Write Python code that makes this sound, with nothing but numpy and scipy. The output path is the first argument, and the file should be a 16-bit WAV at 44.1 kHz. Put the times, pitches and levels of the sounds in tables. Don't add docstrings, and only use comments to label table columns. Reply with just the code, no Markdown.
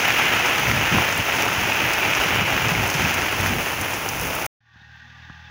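import sys
import numpy as np
from scipy import signal
from scipy.fft import rfft, irfft
from scipy.io import wavfile
from scipy.ndimage import uniform_filter1d

SR = 44100
rng = np.random.default_rng(int(sys.argv[2]) if len(sys.argv) > 2 else 0)


def output_pcm(signal):
    pcm = np.clip(np.atleast_2d(signal).T, -1, 1) * 32767
    wavfile.write(sys.argv[1], SR, np.round(pcm).astype(np.int16))


def ratio_of_db(decibels):
    return 10 ** (np.asarray(decibels, float) / 20)


N = 242550
T = np.arange(N) / SR
CUT_S, RESUME_S = 4.4665, 4.604


def evened(x):
    return x / np.sqrt(np.mean(x ** 2) + 1e-20)


def read(points, hz):
    f, value = np.transpose(points)
    return np.interp(np.log(hz + 1), np.log(f + 1), value)


def columns(rows):
    s, *values = np.transpose(rows)
    return [np.interp(T, s, v) for v in values]


def follow(control_db, full_db, db, share):
    return db + share * (control_db - full_db)


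def coloured(x, gain_db):
    log_gain = np.maximum(gain_db(np.fft.rfftfreq(8192, 1 / SR)), -100) * np.log(10) / 20
    circle = np.concatenate([log_gain, log_gain[-2:0:-1]])
    taps = np.fft.ifft(np.exp(np.conj(signal.hilbert(circle)))).real[:4096]
    return signal.oaconvolve(x, taps)[:len(x)]


def band_db(hz, low_hz, high_hz):
    return -10 * np.log10((1 + (low_hz / (hz + 1)) ** 8) * (1 + (hz / high_hz) ** 8))


def split(x, edges_hz):
    hz = np.fft.rfftfreq(N, 1 / SR)
    below = [1 / (1 + (hz / edge) ** 8) for edge in edges_hz]
    return [irfft(rfft(x) * (upper - lower), N) for lower, upper in zip(below, below[1:])]


def flicker(size):
    return evened(uniform_filter1d(uniform_filter1d(rng.standard_normal(N), size), size))


def levelled(x, size):
    power = uniform_filter1d(uniform_filter1d(x ** 2, size), size)
    return evened(x / (power + 1e-12) ** 0.6)


def add(mix, s, sound):
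    part = mix[round(s * SR):][:len(sound)]
    part += sound[:len(part)]


def drops(per_s, spread_db, largest):
    hits = rng.random(N) < per_s / SR
    sizes = ratio_of_db(spread_db * np.minimum(rng.exponential(1, N), largest)) * hits
    return evened(sizes - sizes.mean())


def spray(pushes, smear):
    puffs = signal.lfilter([1], [1, -np.clip(smear, 0, .995)], abs(pushes))
    return evened(puffs * rng.standard_normal(N))


def rain_colour(hz):
    # f/Hz, level/dB [dB per Hz]
    canopy_points = [(150, -29.5), (250, 1), (451, -5), (858, -0.5), (1150, -4.5), (1330, -0.5),
                     (1880, -1.5), (2560, 1), (4170, -17.5), (6440, -12.5), (8220, -28.5), (10100, -16.5),
                     (13600, -21.5), (15100, -5.5), (15900, -12)]
    return read(canopy_points, hz) + 1.86 * np.exp(-(2 * (hz - 3000) / 700) ** 2)


def rain():
    # t/s, patter level/dB
    patter = [(0.0, -22.5), (.1, -20.5), (.24, -20), (.47, -22), (.74, -23.5), (.9, -20.5), (1.15, -24.5),
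              (1.6, -24), (2.0, -23), (2.4, -22.5), (2.82, -25), (2.91, -28), (2.99, -24), (3.3, -25.5),
              (3.63, -27), (4.07, -30.5), (4.3, -31), (4.46, -30)]
    patter_db, = columns(patter)
    tilted = (1 + np.tanh((T - 3.47) / .15)) / 2
    full_db = -22
    body_db = follow(patter_db, full_db, -27.5, 0.44) + .3 * tilted
    splash_db = follow(patter_db, full_db, -35, .25) - 2 * tilted
    fizz_db = follow(patter_db, full_db, -41, .05) + 2.4 * tilted
    top_db = follow(patter_db, full_db, -38.5, .5) + 1.6 * tilted

    sources = drops(2200, 5.44, 3.19), spray(drops(540, 5.8, 2.3), 0.9), rng.standard_normal(N)
    edges_hz = (270, 1300, 4200, 7500, 14000, 19000)
    ranges = [split(coloured(x, rain_colour), edges_hz) for x in sources]
    surge = flicker(size=500)
    drift = [flicker(size=5000) for _ in range(3)]
    layers = ((0.77, 0.23, 0.57, body_db + 1.48 * surge + 0.29 * drift[0]),
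              (0.74, 0.043, 0.85, patter_db + 0.52 * surge),
              (0.44, 0.42, 0.71, splash_db + 0.59 * surge + 0.73 * drift[1]),
              (.3, 0.3, 0.93, fizz_db + 1.0 * surge + 0.5 * drift[1]),
              (.3, 1.0, 0.48, top_db + .9 * surge + .8 * drift[2]))
    out = np.zeros(N)
    for near, mist, wash, (near_share, mist_share, wash_share, level_db) in zip(*ranges, layers):
        out += ratio_of_db(level_db) * evened(near_share * near + mist_share * mist + wash_share * wash)
    return out


def swells(rows, calm_db):
    rise, fall = .3, 0.49
    shape = lambda u: np.clip(np.minimum(u / rise, (1 - u) / fall), 0, 1)
    calm = ratio_of_db(calm_db + 2.1 * flicker(size=3000))
    return calm + sum(ratio_of_db(db) * shape((T - s) / long_s) for s, long_s, db in rows)


def wind():
    # start t/s, length/s, level/dB
    gusts = [(0.658, 0.23, -27), (0.902, 0.13, -22), (1.183, 0.035, -32.5), (1.355, 0.079, -48),
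             (1.555, 0.18, -38.5), (1.817, 0.083, -33.5), (2.025, 0.11, -35.5), (2.296, 0.22, -30),
             (2.5, 0.089, -31), (2.595, 0.13, -31), (2.723, 0.2, -25), (2.96, 0.18, -29),
             (3.12, 0.17, -34.5), (3.369, 0.28, -28), (3.793, 0.039, -37), (4.15, 0.22, -41)]
    # start t/s, length/s, level/dB
    deep_gusts = [(0.6, 0.2, -32), (0.845, 0.17, -40), (1.188, 0.04, -41), (1.611, 0.038, -40),
                  (2.18, 0.054, -38), (2.312, 0.09, -41), (2.517, 0.07, -38), (2.689, 0.26, -32),
                  (2.968, 0.094, -38), (3.166, 0.11, -35.5), (3.314, 0.35, -36), (3.798, 0.044, -39),
                  (4.132, 0.26, -38)]
    # f/Hz, level/dB [dB per Hz]
    gust_colour = [(15, -44.5), (25, -45), (49, -4.5), (97, -2), (150, -6.5), (303, -11.5), (500, -4),
                   (650, -20), (1100, -120)]
    lumps = rng.standard_normal(N)
    buffet = coloured(lumps, lambda hz: read(gust_colour, hz) + band_db(hz, 80, 283))
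    rumble = coloured(lumps, lambda hz: read(gust_colour, hz) + band_db(hz, 18, 82.7))
    buffeting = swells(gusts, calm_db=-36.5) * levelled(buffet, size=1200)
    return buffeting + swells(deep_gusts, calm_db=-45) * levelled(rumble, size=2500)


def ping(hz, decay_s, noisy):
    t = np.arange(1500) / SR
    tone = np.sin(2 * np.pi * hz * t)
    x = ((1 - noisy) * tone + noisy * rng.standard_normal(len(t))) * np.exp(-t / decay_s)
    return x / abs(x).max()


def near_drops():
    # t/s, peak level/dB, brightness/dB, rebound/dB
    ticks = [(0.1257, -17.5, -1, -5), (0.1884, -17, 0, -0.5), (0.2262, -18, 5, -8.5), (0.4591, -19, -6, -4),
             (0.597, -15, 4, -8), (0.6586, -21, -5, -5), (0.7605, -18.5, 6, -5), (0.8763, -21, -4.5, 2),
             (1.047, -20, 9, -7), (1.1773, -13, 5, -12), (1.3274, -18, 4, -9), (1.4226, -7, -3, -3),
             (1.7346, -16, 6, -10), (1.9351, -6.5, -2, -1), (2.1505, -7, -12, -3), (2.2065, -17, -4, -7),
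             (2.3561, -20, 8, -5), (2.6167, -20, 5, 0), (2.8732, -14.5, -2, -12), (2.8768, -18, 6, 3),
             (2.9009, -7, -5.5, 1), (3.1417, -10.5, -0.5, -1), (3.2147, -12, -11, 0), (3.4064, -16, 6, 1),
             (3.4613, -15, 1, -14), (3.8129, -12, 1, -3), (4.0893, -4.5, -3.5, -7), (4.213, -12, 1, -10),
             (4.35, -19, 16, 4), (4.459, -13, 1, 2)]
    # t/s, peak level/dB, brightness/dB
    splats = [(0.106, -12, -6), (0.256, -12, -15), (0.3671, -15.5, -12), (0.3944, -11, -7),
              (0.4604, -9, -14), (1.1257, -9, -8), (1.1625, -15, -9), (1.5085, -17, -8.5),
              (2.1046, -18, -15), (2.6843, -10, -13), (2.9412, -7, -16.5), (3.0212, -14, -2),
              (3.094, -16, -2), (1.1465, -13, -2), (3.4674, -20, -11), (4.198, -15, 0), (4.4445, -22, 8),
              (3.9389, -12, -20), (4.1405, -18, -13), (4.3974, -22, -16)]
    # t/s, peak level/dB, pitch f/Hz
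    fat_drops = [(0.104, 1, 2380), (0.196, -3, 1350), (0.549, -4, 2710), (0.67, -3, 2040),
                 (0.697, -6, 1430), (0.713, -0.5, 2020), (0.9456, -4, 1500), (0.983, 0.5, 1060),
                 (1.201, -3.5, 2550), (1.322, -4, 2420), (1.408, -9, 2680), (1.486, -5.5, 1350),
                 (1.575, -9, 1530), (1.721, -0.5, 2550), (2.134, -1, 2520), (2.237, -5, 2480),
                 (2.306, -2, 2300), (2.577, -3.5, 1670), (2.653, -7, 2690), (2.75, -5, 2200),
                 (2.861, -9, 2500), (3.02, -5, 2420), (3.176, -12, 910), (3.22, -5.5, 2650),
                 (3.283, -7.5, 1940), (3.399, -6, 1860), (3.421, -8, 1690), (3.461, -2.5, 1780),
                 (3.786, -11, 970), (4.387, -10.5, 1040)]
    ring, crack, thuds, glint = np.zeros((4, N))
    small = [(CUT_S * a, -22.5 + 6 * (b - .5), 12 * (c - .5), -5.5) for a, b, c in rng.random((30, 3))]
    rebounding_splats = [(*row, -6) for row in splats]
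    for s, db, bright_db, rebound_db in ticks + rebounding_splats + small:
        hiss_db = -12.0 - 0.25 * bright_db
        hiss_s = 0.0036 * ratio_of_db(-.7 * bright_db)
        rebound_s = .0035 * rng.uniform(.75, 1.25)
        for late_s, peak_db in ((0, db - 3.5), (rebound_s, db - 7.0 + rebound_db)):
            at_s = s + late_s
            body = ping(6100, 0.00037, 0.18) + ratio_of_db(hiss_db) * ping(5200, hiss_s, 0.62)
            add(ring, at_s, ratio_of_db(peak_db + min(-bright_db, 0)) * body)
            snap = ping(9600, 0.00033, 0.41) + ratio_of_db(-9) * ping(9000, 0.0022, 1.0)
            add(crack, at_s, ratio_of_db(peak_db + 2.9 * min(bright_db, 0) + 1.5) * snap)
            add(glint, at_s, ratio_of_db(peak_db + .6 * bright_db - 4) * ping(14900, .0005, .2))
    for s, db, hz in fat_drops:
        add(thuds, s + 0.000988, ratio_of_db(db - 3.0) * ping(hz, 0.00086, 0.18))
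    bands = ((ring, 4000, 8000), (crack, 7200, 17000), (thuds, 400, 5000), (glint, 11000, 19000))
    return sum(coloured(x, lambda hz: band_db(hz, low_hz, high_hz)) for x, low_hz, high_hz in bands)


def thumps():
    # t/s, peak level/dB, f/Hz
    eddies = [(0.591, -21, 120), (0.678, -15.5, 121), (0.924, -15, 140), (1.19, -20, 108),
              (1.578, -20, 91.5), (1.962, -29, 109), (2.041, -28, 88), (2.164, -25, 113),
              (2.255, -21.5, 180), (2.411, -22, 192), (2.519, -32, 110), (2.66, -19, 127),
              (2.714, -13.5, 161), (2.948, -15.5, 143), (3.04, -18, 191), (3.399, -17, 96),
              (3.444, -21, 170), (3.805, -22, 101)]
    out, t = np.zeros(N), np.arange(3000) / SR
    envelope = (t / 0.0092) * np.exp(1 - t / 0.0073)
    for s, db, hz in eddies:
        add(out, s, -ratio_of_db(db - 2.5) * np.sin(2 * np.pi * hz * t) * envelope)
    return out


def narrow(hz, width_hz):
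    r = np.exp(-np.pi * width_hz / SR)
    slow = signal.lfilter([1], [1, -r], rng.standard_normal(N) + 1j * rng.standard_normal(N))
    return evened((slow * np.exp(2j * np.pi * np.cumsum(hz) / SR)).real)


def road():
    # t/s, firing rate f/Hz, tyre roar level/dB
    speed = [(4.604, 37.84, -69), (4.688, 38.05, -59), (4.776, 37.76, -51.5), (4.944, 39.45, -48),
             (5.266, 40.2, -45.5), (5.5, 40.36, -45)]
    # multiple, level/dB [rms at full roar], share of the fade followed
    orders = [(2, -51, 1.4), (3, -53.5, 0.71), (4, -57.5, 1.1)]
    # multiple, level/dB [below the roar]
    weak_orders = [(5, -27), (6, -20), (7, -32), (9, -32), (13, -34.5)]
    # f/Hz, level/dB [dB per Hz]
    roar_colour = [(40, -30), (100, -20), (170, -10), (395, -29.5), (564, -30), (820, -11.5), (980, -14.5),
                   (1170, -16), (1310, -19), (1590, -2), (1870, -8.5), (2170, -15.5), (2900, -15),
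                   (6300, -25), (8200, -50), (10700, -76), (18000, -120)]
    # f/Hz, width/Hz, level/dB
    roar_peaks = [(750, 130, 2.5), (1464, 89, 5.5), (1650, 120, 3.5), (1850, 120, 5), (2630, 280, 3.5),
                  (3500, 420, 5.5), (15400, 2600, 18)]
    # f/Hz [at the end], width/Hz, level/dB
    whine_tones = [(840, 9, -12), (1190, 7.5, -14.5), (1830, 45, -14.5), (1900, 18, -9.5), (2650, 28, -19),
                   (3560, 40, -26)]
    # t/s, peak level/dB, f/Hz, length/s
    squeak_tones = [(4.815, -53, 3720, 0.018), (4.955, -46, 1570, .03), (5.03, -48, 1560, 0.023),
                    (5.245, -55, 3700, .03), (5.376, -52, 1500, .016), (5.4, -48, 1525, .02),
                    (5.426, -51, 1520, .016), (5.452, -46, 1530, .02), (5.478, -50, 1500, .016),
                    (5.45, -50, 3560, .02), (5.475, -52, 3380, .02), (5.482, -53, 2620, .025),
                    (4.962, -72, 14700, .012)]

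    hz, roar_db = columns(speed)
    turn = 2 * np.pi * np.cumsum(hz) / SR
    turn -= turn[round(5.3022 * SR)]
    engine = np.zeros(N)
    for k, db, share in orders:
        order_db = follow(roar_db, -45, db, share) + 1.6 * flicker(size=3000)
        engine += np.sqrt(2) * ratio_of_db(order_db) * np.cos(k * turn - .3)
    weak = sum(ratio_of_db(db + 5.8 * flicker(size=2500)) * np.cos(k * turn) for k, db in weak_orders)

    def roar_db_at(f):
        peaks = sum(db * np.exp(-(2 * (f - at) / width) ** 2) for at, width, db in roar_peaks)
        tyres = read(roar_colour, f) + band_db(f, 20, 7500)
        return np.maximum(tyres, -59 + band_db(f, 2000, 30000)) + peaks

    throb = 1 + 0.13 * np.cos(turn)
    drive = rng.standard_normal(N) * throb * ratio_of_db(0.69 * flicker(size=400))
    roar = coloured(drive, roar_db_at)
    whines = sum(ratio_of_db(db) * narrow(f * np.sqrt(hz / hz[-1]), width_hz) for f, width_hz, db in whine_tones)
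    squeaks = sum(ratio_of_db(db) * np.exp(-(2 * (T - s) / long_s) ** 2) * np.sin(2 * np.pi * f * T)
                  for s, db, f, long_s in squeak_tones)
    return engine + ratio_of_db(roar_db - 0.5) * (evened(evened(roar) + whines) + weak) + squeaks


def knocks():
    # t/s, peak level/dB, thump f/Hz, click level/dB [relative]
    touches = [
        (4.757, -41, 140, -3),
        (4.814, -44, 150, -25),
        (5.2984, -30.5, 136, -0.5),
        (5.497, -58, 150, -6),
    ]
    out, t = np.zeros(N), np.arange(1200) / SR
    late = t - .0037
    envelope = np.where(late < 0, np.exp(-(late / .0028) ** 2), np.exp(-late / 0.0029))
    onset = np.minimum(t / .0015, 1)
    dull = np.cos(2 * np.pi * 1200 * (t - .0009)) * np.exp(-((t - .0009) / 0.00066) ** 2)
    for s, db, hz, click_db in touches:
        push = np.cos(2 * np.pi * hz * late) * envelope
        add(out, s, ratio_of_db(db) * (push * onset - ratio_of_db(click_db) * dull))
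    return coloured(out, lambda hz: band_db(hz, 45, 4000))


def scene():
    cut = np.clip((CUT_S - T) / 0.0025 + 0.28, 0, 1) ** 2
    resume = np.clip((T - RESUME_S) / 0.0044, 0, 1)
    storm = rain() + near_drops() + wind() + thumps()
    return (storm * cut + road() * resume + knocks())[None]


def top_cut(x):
    return signal.sosfilt(signal.butter(12, 17100, fs=SR, output="sos"), x)


def record(dry):
    soft = .8 * np.tanh(dry / .8)
    low_pass = signal.firwin(1023, 15790, window=("kaiser", 7), fs=SR)
    limited = signal.oaconvolve(soft, low_pass[None], "same")
    return top_cut(limited)


dry = scene()
out = record(dry)
output_pcm(out)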